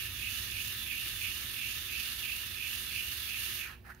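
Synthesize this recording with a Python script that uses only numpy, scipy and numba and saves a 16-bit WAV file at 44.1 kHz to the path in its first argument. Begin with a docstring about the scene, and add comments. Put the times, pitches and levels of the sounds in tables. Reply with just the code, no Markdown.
"""Over a low room hum, a small steel blade is rubbed in circles, about three a second, on a wet
abrasive sheet on a table. Grit catches the edge in a dense hiss, the sheet scrapes and the table rumbles.
Once a circle the edge bites and the blade rings near 2.6 kHz; a higher ring follows on the way back.
Near 3.7 s the hand slows to a stop with a sinking scrape. It gives one short soft rub,
and a small wet tick follows."""
import sys
import numpy as np
from scipy import signal
from scipy.fft import rfft, irfft
from scipy.io import wavfile
from scipy.ndimage import uniform_filter1d
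from numba import njit

SR = 44100
rng = np.random.default_rng(int(sys.argv[2]) if len(sys.argv) > 2 else 0)


def master_out(mix):
    """Clip the mix to full scale and print it as 16-bit PCM to the path in sys.argv[1]."""
    frames = np.transpose(np.atleast_2d(mix))
    ceiling = np.clip(frames, -1, 1)
    pcm = np.round(ceiling * 32767).astype(np.int16)
    wavfile.write(sys.argv[1], SR, pcm)


N = 176400
TIME_S = np.arange(N) / SR


def undb(db):
    """Turn decibels into a number to multiply by."""
    return 10 ** (np.asarray(db) / 20)


def unit(x):
    """Scale a sound to an average (rms) level of 1."""
    return x / np.sqrt(np.mean(x ** 2))


def curve(rows, column=1):
    """Join one column of a table with straight lines over time."""
    rows = np.array(rows, float)
    return np.interp(TIME_S, rows[:, 0], rows[:, column])


def colour(x, points):
    """Shape a sound's tone by (pitch_hz, level_db) points, fading 20 dB an octave beyond the ends."""
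    hz, db = np.array(points, float).T
    octave = np.log2(np.maximum(np.arange(N // 2 + 1) * SR / N, 1))
    beyond = np.maximum(np.log2(hz[0]) - octave, 0) + np.maximum(octave - np.log2(hz[-1]), 0)
    return irfft(rfft(x) * undb(np.interp(octave, np.log2(hz), db) - 20 * beyond), N)


def wander(rate_hz):
    """A smooth random drift, typically 1 in size."""
    hold = max(int(SR / rate_hz), 1)
    steps = rng.standard_normal(N)[np.arange(N) // hold]
    return unit(uniform_filter1d(steps, hold))


def stereo(three, likeness, pan_db):
    """Mix a shared, a left and a right sound; a negative pan_db leans to the right."""
    sides = np.sqrt(likeness) * three[0] + np.sqrt(1 - likeness) * three[1:]
    return unit(sides * undb([[pan_db / 2], [-pan_db / 2]]))


@njit
def resonate(x, hz, width_hz):
    """Keep a band of sound around a pitch that can move."""
    out, band_state, low_state = np.empty(len(x)), 0., 0.
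    for i in range(len(x)):
        tuning, damping = np.tan(np.pi * hz[i] / SR), width_hz / hz[i]
        band = (band_state + tuning * (x[i] - low_state)) / (1 + tuning * (tuning + damping))
        band_state = 2 * band - band_state
        low_state += 2 * tuning * band
        out[i] = damping * band
    return out


def grit(channels, grains_per_s=24000, spread_db=2.5):
    """Tiny hits of abrasive grains on the edge, many weak and some strong."""
    caught = rng.random(N) < grains_per_s / SR
    size = undb(spread_db * np.minimum(rng.standard_normal(N), 2))
    return unit(caught * size * rng.standard_normal((channels, N)))


def ringing(hz, width_hz):
    """Grit rings around one pitch: a shared sound and one for each side."""
    return np.array([resonate(resonate(hits, hz, width_hz), hz, width_hz) for hits in grit(channels=3)])


# Tone of the room air: pitch_hz, level_db
AIR_TONE = [(25, -20), (60, -23.5), (160, 0), (280, -8.5), (550, -12.5), (1500, -22), (4000, -25.5),
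            (7700, -36), (10000, -32), (15500, -22)]
# Notes in the appliance's hum: pitch_hz, level_db
HUM_NOTES = [(63.5, -59), (120, -72), (240, -71), (360.3, -70.5), (480, -81.5)]
def background():
    """Room air and the slightly wavering hum of an appliance."""
    hum = 0
    for hz, db in HUM_NOTES:
        phase = 2 * np.pi * hz * TIME_S + 0.38 * wander(rate_hz=3.22)
        hum += undb(db) * np.sqrt(2) * np.sin(phase)
    air = stereo(colour(rng.standard_normal((3, N)), AIR_TONE), likeness=0.31, pan_db=-8.5)
    return hum * undb([[-1], [1]]) + air * undb(-62.5)


# One row for each circle of the hand: bite_s, ring_db, hiss_db, upper_ring_db, bite_length_s
CIRCLES = [(-.045, 1, 0.4, 0.5, 0.063), (.261, -1.3, -.1, -1.1, 0.066), (.576, -3.4, 0.1, 2, 0.07),
           (.941, -0.1, -.1, -.5, 0.063), (1.259, -0.4, 0.4, 0.5, 0.055), (1.634, -2.8, 0.5, 1.3, 0.081),
           (1.961, -2.7, -0.1, -1.5, 0.066), (2.301, -1.6, -0.6, 1, .061), (2.636, -2.5, 0.1, -0.5, 0.081),
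           (2.976, -1.2, 0.1, -1.1, 0.069), (3.344, -1.7, -0.2, -3.5, 0.054),
           (3.641, -3.5, 0.3, -10, 0.052)]
# How fast the blade slides (0 dB is steady rubbing): time_s, speed_db
SLIDING_SPEED = [(0, 1.2), (.1, -2.8), (.33, .8), (.42, -.4), (.77, .2), (.86, -1.2), (1.02, .3),
                 (1.46, .3), (1.55, -1.8), (1.63, .6), (1.92, -1.2), (2.01, 1.6), (2.4, -.3), (2.55, -1.8),
                 (2.72, .5), (3.33, .2), (3.43, 2.3), (3.57, 2.4), (3.63, -3), (3.68, -10), (3.73, -17),
                 (3.76, -27), (3.82, -42), (4, -42)]
def circling_hand():
    """The hand's motion: a count of turns, whole at each bite, and the sliding speed."""
    turn = curve([(row[0], count) for count, row in enumerate(CIRCLES)])
    return turn, undb(curve(SLIDING_SPEED))


def swing(turn, depth_db):
    """A level change in dB, highest on each whole turn and lowest halfway between."""
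    return depth_db * np.cos(2 * np.pi * turn)


def patchy(x, band_hz=1500, depth_db=1.1):
    """Each band of pitches drifts in level on its own as the edge meets fresh and worn patches."""
    hz, spectrum = np.arange(N // 2 + 1) * SR / N, rfft(x)
    bands = (irfft(spectrum * np.maximum(1 - np.abs(hz / band_hz - k), 0), N) for k in range(14))
    return sum(band * undb(depth_db * wander(rate_hz=10)) for band in bands)


# Tone of the grit's hiss on the left and on the right: pitch_hz, level_db
HISS_LEFT_TONE = [(500, -33), (1200, -52.5), (2200, -2.5), (2900, 0.5), (3250, -4.5), (3650, -10.5),
                  (3950, -2), (4500, -23), (5300, -7), (6900, -23), (7300, -16.5), (8200, -15),
                  (9200, -7.5), (10800, -8.5), (12800, -6), (15700, -6)]
HISS_RIGHT_TONE = [(500, -21.5), (1200, -17), (2200, -3), (2850, -1.5), (3200, 0.5), (3580, -1),
                   (3900, -1.5), (4500, 2), (5100, -3), (6700, -2), (7300, -11.5), (8200, -11.5),
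                   (9000, -2.5), (10700, -0.5), (11700, -2.5), (12800, 3.5), (14000, -3), (14900, -0.5),
                   (15700, -9.5)]
def hiss(turn, speed, lag_turns=0.29):
    """Grit grinds brightly on the edge, a little louder just after each bite."""
    left, right = grit(channels=2)
    grinding = np.array([patchy(colour(left, HISS_LEFT_TONE)), patchy(colour(right, HISS_RIGHT_TONE))])
    level_db = -40.5 + curve(CIRCLES, column=2) + swing(turn - lag_turns, depth_db=0.71)
    return unit(grinding) * speed * undb(level_db)


def edge_pressure(release_delay_s=0.12, release_length_s=0.034):
    """The edge bites once a circle and catches again lightly as it is let go."""
    bites = sum(undb(db) * np.exp(-((TIME_S - at) / length) ** 2) for at, db, _, _, length in CIRCLES)
    catches = sum(np.exp(-((TIME_S - at - release_delay_s) / release_length_s) ** 2) for at, *_ in CIRCLES)
    return bites, undb(-11.5) * catches


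def blade_ring(speed, free_hz=2816, sag_hz=245, slowing_hz=254, sag_lead_s=0.016):
    """The finger-damped blade rings louder and lower as it bites; slowing down lowers the pitch too."""
    bites, catches = edge_pressure()
    sag = sag_hz * np.tanh(2 * np.interp(TIME_S + sag_lead_s, TIME_S, bites))
    hz = free_hz - sag - slowing_hz * np.maximum(1 - speed, 0)
    ring = stereo(ringing(hz, width_hz=510), likeness=0.48, pan_db=-9)
    push = bites + catches + undb(-10)  # a quiet ring stays between bites
    return ring * push * speed ** 0.61 * undb(-39)


# Tone of the wet sheet's scrape: pitch_hz, level_db
SHEET_TONE = [(300, -4.5), (600, -28), (950, -17.5), (1250, -3), (1450, -7.5), (1750, 3), (2050, -5.5),
              (2600, -4), (4000, -8)]
def sheet_scrape(turn, speed, lag_turns=0.48):
    """The wet sheet scrapes dully, loudest between bites, until the blade has almost stopped."""
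    scrape = stereo(colour(grit(channels=3), SHEET_TONE), likeness=0.66, pan_db=-4)
    friction = np.tanh(speed / 0.15) * np.maximum(speed, 1)
    return scrape * friction * undb(-51.5 + swing(turn - lag_turns, depth_db=1.5))


# Tone of the table's rumble: pitch_hz, level_db
RUMBLE_TONE = [(25, -12), (50, -3.5), (75, -0.5), (100, 1), (125, -5.5), (155, -18.5), (200, -11.5),
               (300, -28), (500, -55)]
# Loudness of that rumble: time_s, level_db
RUMBLE_LEVELS = [(0, 3.5), (1.1, 1.5), (1.6, 0.5), (2.6, -1.5), (3.5, -0.5), (4, -5.5)]
def table_rumble():
    """The moving hand shakes the table top."""
    rumble = stereo(colour(rng.standard_normal((3, N)), RUMBLE_TONE), likeness=0.93, pan_db=-.7)
    return rumble * undb(-53.5 + curve(RUMBLE_LEVELS))


def upper_ring(turn, speed, centre_hz=3530, glide_hz=88, lag_turns=0.68):
    """A higher ring of the blade swells on the way back round each circle, sinking as it goes."""
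    late_turn = turn - lag_turns
    circle_db = np.interp(late_turn, np.arange(len(CIRCLES)), [row[3] for row in CIRCLES])
    hz = centre_hz - glide_hz * np.sin(2 * np.pi * late_turn)
    ring = stereo(ringing(hz, width_hz=455), likeness=0.1, pan_db=-13)
    return ring * speed * undb(-48 + circle_db + swing(late_turn, depth_db=2))


def stopping_drag(peak_s=3.67, length_s=0.05, fall_hz_per_s=5700):
    """A dull scrape sinks in pitch as the blade comes to rest."""
    age = TIME_S - peak_s
    hz = np.clip(1670 - fall_hz_per_s * age, 1100, 2000)
    scrape = stereo(ringing(hz, width_hz=1070), likeness=0.46, pan_db=-5)
    return scrape * np.exp(-(age / length_s) ** 2 / 2) * undb(-49)


# Tone of the last soft rub: pitch_hz, level_db
RUB_TONE = [(500, -13), (850, 4), (1060, -9), (1280, 3.5), (1750, 8), (2150, -2), (2600, -4), (3300, -16),
            (4500, -12), (7600, -23), (9500, -15.5), (15500, -14)]
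# Loudness of that rub: time_s, level_db
RUB_LEVELS = [(3.825, -84), (3.855, -56), (3.884, -51), (3.89, -56), (3.9, -48), (3.922, -54), (3.935, -61),
              (3.96, -61), (4, -67)]
def last_rub(peak_s=3.908, ring_length_s=0.018, rise_hz_per_s=14000):
    """One short, dull stroke whose ring rises as the blade picks up speed."""
    age = TIME_S - peak_s
    hz = np.clip(1500 + rise_hz_per_s * age, 850, 1750)
    ring = stereo(ringing(hz, width_hz=390), likeness=.7, pan_db=-7)
    swell = np.exp(-(age / ring_length_s) ** 4)
    scrape = stereo(colour(grit(channels=3), RUB_TONE), likeness=0.36, pan_db=-7)
    return ring * swell * undb(-48) + scrape * undb(curve(RUB_LEVELS))


def wet_tick(start_s=3.948, pitch_hz=6600., decay_s=0.00062):
    """A tiny wet tick: a bright burst of noise that dies at once."""
    age = TIME_S - start_s
    hz = np.full(N, pitch_hz)
    burst = np.array([resonate(noise, hz, width_hz=2500) for noise in rng.standard_normal((3, N))])
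    fade = (age >= 0) * np.exp(-np.abs(age) / decay_s)
    return stereo(burst, likeness=.5, pan_db=-10) * fade * undb(-48)


def room(x, fade_s=0.16, echo_db=-10.5):
    """Short echoes bounce off the table and the walls."""
    tail = rng.standard_normal((2, SR // 3)) * undb(-60 * TIME_S[:SR // 3] / fade_s)
    tail /= np.sqrt(np.sum(tail ** 2, axis=1, keepdims=True))
    return x + undb(echo_db) * signal.fftconvolve(x, tail, axes=1)[:, :N]


def scene():
    """The hand circles, stops and rubs once more; the contact chatters unevenly throughout."""
    turn, speed = circling_hand()
    chatter = undb(0.78 * wander(rate_hz=109.45))
    rubbing = hiss(turn, speed) + blade_ring(speed) + sheet_scrape(turn, speed) + upper_ring(turn, speed)
    rubbing += stopping_drag() + last_rub()
    return room(chatter * rubbing + wet_tick()) + table_rumble() + background()


def record(dry):
    """Cut away the very highest treble, above 15680 Hz."""
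    return signal.sosfilt(signal.ellip(12, .2, 80, 15680, fs=SR, output="sos"), dry)


dry = scene()
out = record(dry)
master_out(out)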